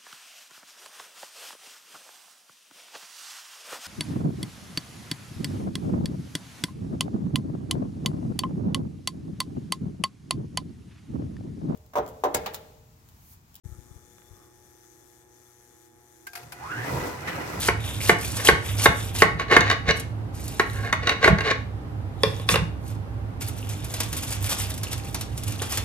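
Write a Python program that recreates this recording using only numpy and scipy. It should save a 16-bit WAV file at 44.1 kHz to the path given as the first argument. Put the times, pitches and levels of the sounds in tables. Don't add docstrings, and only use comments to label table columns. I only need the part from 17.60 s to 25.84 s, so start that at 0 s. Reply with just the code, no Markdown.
import sys
import numpy as np
from scipy import signal
from scipy.fft import rfft, irfft
from scipy.io import wavfile
from scipy.ndimage import uniform_filter1d

SR = 44100
rng = np.random.default_rng(int(sys.argv[2]) if len(sys.argv) > 2 else 0)


def wrap_up_sound(samples):
    columns = np.atleast_2d(samples).T
    tamed = np.clip(columns, -1, 1)
    steps = np.round(tamed * 32767).astype(np.int16)
    wavfile.write(sys.argv[1], SR, steps)


N = 363384

# frequency in Hz, relative density in dB.
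CRUST_SPECTRUM = [(400, -1), (2000, -1.5), (3500, -1), (6000, 0.5), (10000, 1.5), (13800, -3.5),
                  (14800, -9.5), (16000, -50)]
# frequency in Hz, gain in dB, t60 in seconds.
DISH_MODES = [(380.6, 6.5, 0.033), (453, 1.5, 0.054), (588, -5.5, 0.065), (689.5, -4.5, 0.097),
              (855, 0.5, 0.023), (1030, 3, 0.014), (1118.5, 2.5, 0.055), (1406, 6, 0.014),
              (1546, 10.5, 0.017), (1843, 11.5, 0.015), (2019, 9.5, 0.017), (2178, 3.5, 0.044),
              (2520, -1, 0.019), (2878, -2.5, 0.034), (3820, 5, 0.0086), (4495, 4, 0.0062),
              (6150, 4, 0.0021)]


def undb(db):
    return 10 ** (np.asarray(db) / 20)


def level(x, rms_db):
    return x * undb(rms_db) / np.sqrt(np.mean(x ** 2))


def butter(order, hz, kind="low"):
    return signal.butter(order, hz, kind, fs=SR, output="sos")


def curve(rows):
    s, db = np.transpose(rows)
    span = np.arange(max(int(s[0] * SR), 0), min(int(s[-1] * SR), N))
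    gain = np.zeros(N)
    gain[span] = undb(np.interp(span / SR, s, db))
    return gain


def colour(x, spectrum):
    hz, db = np.transpose(spectrum)
    bin_hz = np.maximum(np.fft.rfftfreq(N, 1 / SR), 1)
    gain_db = np.interp(np.log(bin_hz), np.log(np.maximum(hz, 1)), db)
    return irfft(rfft(x) * undb(gain_db), N)


def ring(x, hz, t60_s):
    pole = np.exp(2j * np.pi * hz / SR - np.log(1000) / (t60_s * SR))
    return signal.lfilter([1], [1, -pole], x).imag


def bursts(times_s, gains, tau_s):
    jumps = np.zeros(N)
    np.add.at(jumps, np.clip((np.asarray(times_s) * SR).astype(int), 0, N - 1), gains)
    return signal.lfilter([1], [1, -np.exp(-1 / (tau_s * SR))], jumps)


def surges(count):
    times_s = rng.random(count) * N / SR
    return 0.37 + bursts(times_s, 0.5 * undb(2 * rng.exponential(size=count)), tau_s=0.0075)


def strokes(rows, attack_s, swell_db, release_s):
    return sum(curve([(s - attack_s, db - swell_db - 60), (s, db - swell_db),
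                      (s + length_s, db), (s + length_s + release_s, db - 60)])
               for s, length_s, db in rows)


def grit(scatter_db, density):
    size = undb(scatter_db * np.minimum(rng.exponential(size=N), 5.5))
    return level(size * (rng.random(N) < density) * rng.standard_normal(N), 0)


def blows(events, modes, rise_s, fall_s, roughness, gain_db):
    out = np.zeros(N + SR)
    t = np.arange(int(max(mode[2] for mode in modes) * SR) + 1500) / SR
    force = np.exp(-t / fall_s) - np.exp(-t / rise_s)
    for s, blow_db, bass_db, treble_db in events:
        at = int(s * SR)
        for hz, mode_db, t60_s in modes:
            tilt_db = bass_db if hz < 950 else treble_db if hz > 2800 else 0
            spot_db, detune = rng.standard_normal(2) * (1.8, 0.02)
            pitch_hz = hz * (1 + detune)
            firm = np.exp(2j * np.pi * (pitch_hz * t + rng.random()))
            chatter = roughness * rng.standard_normal(len(t))
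            sound = ring(force * (firm + chatter), pitch_hz, t60_s)
            sound *= np.sqrt(t60_s * SR * np.sum(force ** 2) / np.sum(sound ** 2))
            out[at:at + len(t)] += undb(blow_db + tilt_db + mode_db + spot_db) * sound
    return undb(gain_db) * out[:N]


def cracks(events, rise_s, fall_s, gain_db):
    # frequency in Hz, relative density in dB.
    spectrum = [(200, 9), (500, 6.5), (2000, 9.5), (5000, -10), (12000, -15), (14800, -25.5), (16000, -37)]
    s, db = np.transpose(events)[:2]
    envelope = bursts(s, undb(db), fall_s) - bursts(s, undb(db), rise_s)
    return level(colour(rng.standard_normal(N), spectrum), gain_db) * envelope


def room_air():
    # frequency in Hz, relative density in dB.
    spectrum = [(25, -47), (60, -11), (114, -5.5), (354, -16), (911, -23.5), (2480, -39), (7000, -52.5),
                (13500, -53), (14600, -65), (15500, -77)]
    mid, side = (colour(rng.standard_normal(N), spectrum) for _ in range(2))
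    side = colour(side, [(60, -2), (400, -5), (1200, 2)])
    gain = undb(-42.5) / np.std(signal.sosfilt(butter(2, 130, "high"), mid))
    return gain * (mid * undb([[-1.5], [1.3]]) + np.array([side, -side]))


def appliance_hum():
    # frequency in Hz, bandwidth in Hz, relative level in dB.
    lines = [(67.4, 7.4, -37.5), (103.3, 10.5, -30.5), (259.4, 4.9, -50.5), (303, 13, -50),
             (795, 2.2, -55.5)]
    hum = sum(level(ring(rng.standard_normal(N), hz, np.log(1000) / (np.pi * width_hz)), db)
              for hz, width_hz, db in lines)
    return level(hum, -32) * undb([[-2.5], [2.2]])


def tiled_walls(x, t60_s=0.35, gain_db=-10.5):
    t = np.arange(int(0.6 * SR)) / SR
    mid, side = rng.standard_normal((2, len(t))) * np.exp(-np.log(1000) * t / t60_s) * (t > 0.004)
    side = signal.sosfilt(butter(1, 600, "high"), side)
    tail = signal.sosfilt(butter(1, [310, 4150], "band"), [mid + side, mid - side])
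    tail = undb(gain_db) * tail / np.linalg.norm(tail[0])
    return signal.fftconvolve(x[None], tail, axes=1)[:, :N]


def ports(x, left_db):
    # frequency in Hz, lead of the left port in radians.
    phase_leads = [(0, 0.52), (2000, 1.35), (5000, 1.71), (9000, 1.74), (16000, 1.6)]
    hz, lead_rad = np.transpose(phase_leads)
    bin_hz = np.fft.rfftfreq(N, 1 / SR)
    bass_db = -0.25 / (1 + (bin_hz / 800) ** 2)
    shift = np.exp(0.5j * np.interp(bin_hz, hz, lead_rad)) * undb(bass_db + left_db / 2)
    return np.array([irfft(rfft(x) * shift, N), irfft(rfft(x) / shift, N)])


def worktop_thuds():
    # start in seconds, relative level in dB.
    thuds = [(.1, -30.5), (.51, -23), (.91, -19), (1.279, -21.5), (1.64, -26), (1.733, -26), (1.985, -22),
             (2.279, -22.5), (3.694, -16.5), (3.721, -18.5), (4.656, -31), (4.92, -21.5), (4.974, -24),
             (5.009, -21.5)]
    # frequency in Hz, gain in dB, t60 in seconds.
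    modes = [(67, 6.5, 0.06), (108, 4, 0.047), (154.6, 3.5, 0.2), (191.6, 0, 0.091)]
    events = [(s, db, 0, 0) for s, db in thuds]
    return blows(events, modes, rise_s=0.0023, fall_s=0.0052, roughness=4.6, gain_db=-30)


def knife_on_board():
    # start in seconds, then relative level, bass gain and treble gain in dB.
    landings = [(4.6338, -18.5, 2.5, 5), (4.797, -40, -3, -1), (4.8891, -14.5, -13.5, -2.5),
                (4.9081, -30, -2, -22), (4.9402, -18.5, -7, -23), (4.9569, -19, -7.5, -2)]
    # frequency in Hz, gain in dB, t60 in seconds.
    modes = [(450, 3.5, 0.071), (527, 2.5, 0.061), (1088, 4.5, 0.018), (1660, -6, 0.015),
             (1920, -2.5, 0.013), (2445, -2.5, 0.016), (2730, 1.5, 0.017), (3540, 7, 0.011),
             (3940, -3, 0.0078), (4500, 6, 0.0047), (5230, 5.5, 0.0024), (10140, 3.5, 0.0032)]
    ringing = blows(landings, modes, rise_s=0.0003, fall_s=0.0017, roughness=9, gain_db=-26.5)
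    return ringing + cracks(landings, rise_s=0.00057, fall_s=0.017, gain_db=-6)


def dish_scrapes():
    # start in seconds, length in seconds, relative end level in dB.
    drags = [(.795, 0.0085, -24), (1.8, 0.018, -25.5), (1.907, 0.0496, -14), (2.01, 0.12, -24.5),
             (2.278, 0.03, -16), (3.13, 0.17, -36.5), (3.425, 0.065, -29), (3.48, 0.044, -27),
             (3.625, 0.036, -15.5), (3.84, 0.033, -22), (3.885, 0.029, -18.5)]
    # start in seconds, length in seconds, end level in dB, pitch in Hz.
    rubs = [(3.14, 0.165, -39.5, 1640), (8.0, .19, -44, 3270)]
    shape = dict(attack_s=0.074, swell_db=8, release_s=0.072)
    slip = grit(scatter_db=1.8, density=0.1) * surges(600) ** 0.6
    body = sum((-1) ** k * undb(db) * ring(slip, hz, 0.59 * t60_s)
               for k, (hz, db, t60_s) in enumerate(DISH_MODES) if hz > 420)
    squeaks = sum(level(ring(slip, hz, t60_s=0.024), 0) * strokes([rub], **shape) for *rub, hz in rubs)
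    return level(body, 0.58) * strokes(drags, **shape) + squeaks


def dish_knocks():
    # start in seconds, then relative level, bass gain and treble gain in dB.
    knocks = [(.0845, -14.5, 0, -0.5), (.4935, -9, 3, -1), (.8863, -7, -2, -0.5), (1.257, -7, 0.5, 0),
              (1.6197, -7, -0.5, 0), (1.7958, -22.5, -24, 1.5), (1.911, -18, -1, 1), (1.922, -17, 5, -5),
              (1.9645, -7.5, -2, 0), (2.0062, -19.5, -37, 9), (2.0991, -17.5, -11, 6),
              (2.1116, -19.5, -1, 8), (2.3074, -23.5, -4, 13.5), (2.9955, -13.5, -1.5, 0),
              (3.326, -14, -12, 0.5), (3.4711, -20.5, -9, 11.5), (3.4925, -17, -16, 8),
              (3.643, -11.5, -18, 2.5), (3.6565, -25, 11, -14), (3.6757, -10, 4.5, -7),
              (3.7843, -25, 0.5, 1.5), (3.806, -24.5, -8, 7), (8.015, -33.5, 7, -9)]
    ringing = blows(knocks, DISH_MODES, rise_s=0.001, fall_s=0.0019, roughness=8.6, gain_db=-28)
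    return ringing + cracks(knocks, rise_s=0.0019, fall_s=0.011, gain_db=-2.3)


def flake_snaps(weak_db=-24.5):
    # start in seconds, relative level in dB.
    snaps = [(0.611, -30), (0.768, -25), (0.848, -21.5), (1.552, -31), (2.397, -28.5), (2.8788, -30),
             (6.091, -31.5), (6.244, -30), (6.3393, -25.5), (6.4027, -19.5), (6.432, -29.5),
             (6.5286, -25.5), (6.706, -28), (6.724, -27.5), (6.842, -26.5), (6.892, -26.5), (6.917, -32),
             (7.103, -29), (7.14, -31.5), (7.177, -31), (7.233, -25.5), (7.3295, -25.5), (7.545, -24),
             (7.61, -26), (7.777, -30), (7.835, -30.5), (7.879, -27.5), (7.921, -30), (8.0194, -26),
             (8.122, -24), (8.173, -21)]
    s, db = np.transpose(snaps)
    noise = level(colour(rng.standard_normal(N), CRUST_SPECTRUM), 1.3)
    body = signal.sosfiltfilt(butter(2, 6200), noise)
    body_gain = undb(db + np.minimum(db - weak_db, 0))
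    body_envelope = bursts(s, body_gain, 0.015) - bursts(s, body_gain, 0.00041)
    return (noise - body) * bursts(s, undb(db), 0.008) + body * body_envelope


def shards(count, low_hz=2200, high_hz=14000, q=5):
    when, pitch, size = rng.random((count, 3)).T[:, :, None]
    hz = low_hz * (high_hz / low_hz) ** pitch
    age = np.arange(256)
    cycles = hz * age / SR
    gain = undb(-3.5 * np.log(np.maximum(size, 0.002)))
    rings = gain * np.sin(2 * np.pi * cycles) * cycles * np.exp(-cycles * np.pi / q)
    at = (when * N).astype(int) + age
    return level(np.bincount(at.ravel(), rings.ravel(), minlength=N)[:N], 0)


def crumbs(splits_hz=(1300, 2600, 5200, 10400)):
    grain = colour(grit(scatter_db=2.25, density=0.4), CRUST_SPECTRUM)
    together = surges(500) ** 0.35
    below = [0] + [signal.sosfiltfilt(butter(2, hz), grain) for hz in splits_hz] + [grain]
    return sum((upper - lower) * together * surges(900) ** (0.34 + 0.15 * k)
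               for k, (lower, upper) in enumerate(zip(below, below[1:])))


def crust_cutting():
    # start in seconds, length in seconds, relative end level in dB.
    pushes = [(0, 0.08, -29.5), (.412, 0.099, -31), (.768, 0.051, -46), (.852, 0.032, -23),
              (1.19, 0.064, -27), (1.553, 0.07, -32), (2.37, 0.0043, -40), (2.745, 0.27, -46.5),
              (4.895, 0.03, -28)]
    # start in seconds, length in seconds, relative end level in dB, blade ring gain in dB.
    pulls = [(0.25, 0.12, -43, -1), (0.63, 0.18, -42, -16), (1.058, 0.1, -42, -5), (1.379, 0.12, -45, -6),
             (3.097, 0.17, -52.5, -25), (4.645, 0.19, -53, 2), (5.282, 0.052, -56.5, -19)]
    # time in seconds, relative level in dB.
    presses = [(5.795, -68), (5.812, -41), (5.92, -51.5), (6.1, -44), (6.3, -45), (6.6, -39.5),
               (6.82, -42.5), (6.95, -34.5), (7.2, -47), (7.45, -48.5), (7.6, -49), (7.74, -54),
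               (7.8, -47.5), (8.08, -42), (8.15, -35.5), (8.24, -42)]
    push = strokes(pushes, attack_s=0.049, swell_db=4, release_s=0.096)
    pull_shape = dict(attack_s=0.22, swell_db=-3.5, release_s=0.24)
    pull = strokes([row[:3] for row in pulls], **pull_shape)
    pull_ring = strokes([(s, length_s, db + ring_db) for s, length_s, db, ring_db in pulls], **pull_shape)
    spoon = curve(presses)
    clumps = level(uniform_filter1d(surges(200), size=900) ** 1.46, 0)
    crumbling = crumbs()
    crunch = level(crumbling, 3.5) + undb(-3) * shards(4000)
    steel = level(ring(crumbling, hz=3700, t60_s=0.0061), 0)
    return crunch * (push + pull + clumps * spoon) + steel * (pull_ring + undb(-13) * spoon)


def scene():
    dish = dish_knocks() + dish_scrapes()
    board = knife_on_board()
    thuds = worktop_thuds()
    pie = crust_cutting() + flake_snaps()
    direct = ports(dish, -0.33) + ports(board, -0.99) + ports(thuds, -1.9) + ports(pie, 0.23)
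    return direct + tiled_walls(dish + board + thuds + pie) + appliance_hum() + room_air()


def record(dry):
    clipped = np.clip(signal.sosfilt(butter(3, 48, "high"), dry), -1, 1)
    return signal.sosfilt(signal.ellip(8, 0.2, 80, 16400, fs=SR, output="sos"), clipped)


dry = scene()
out = record(dry)
wrap_up_sound(out)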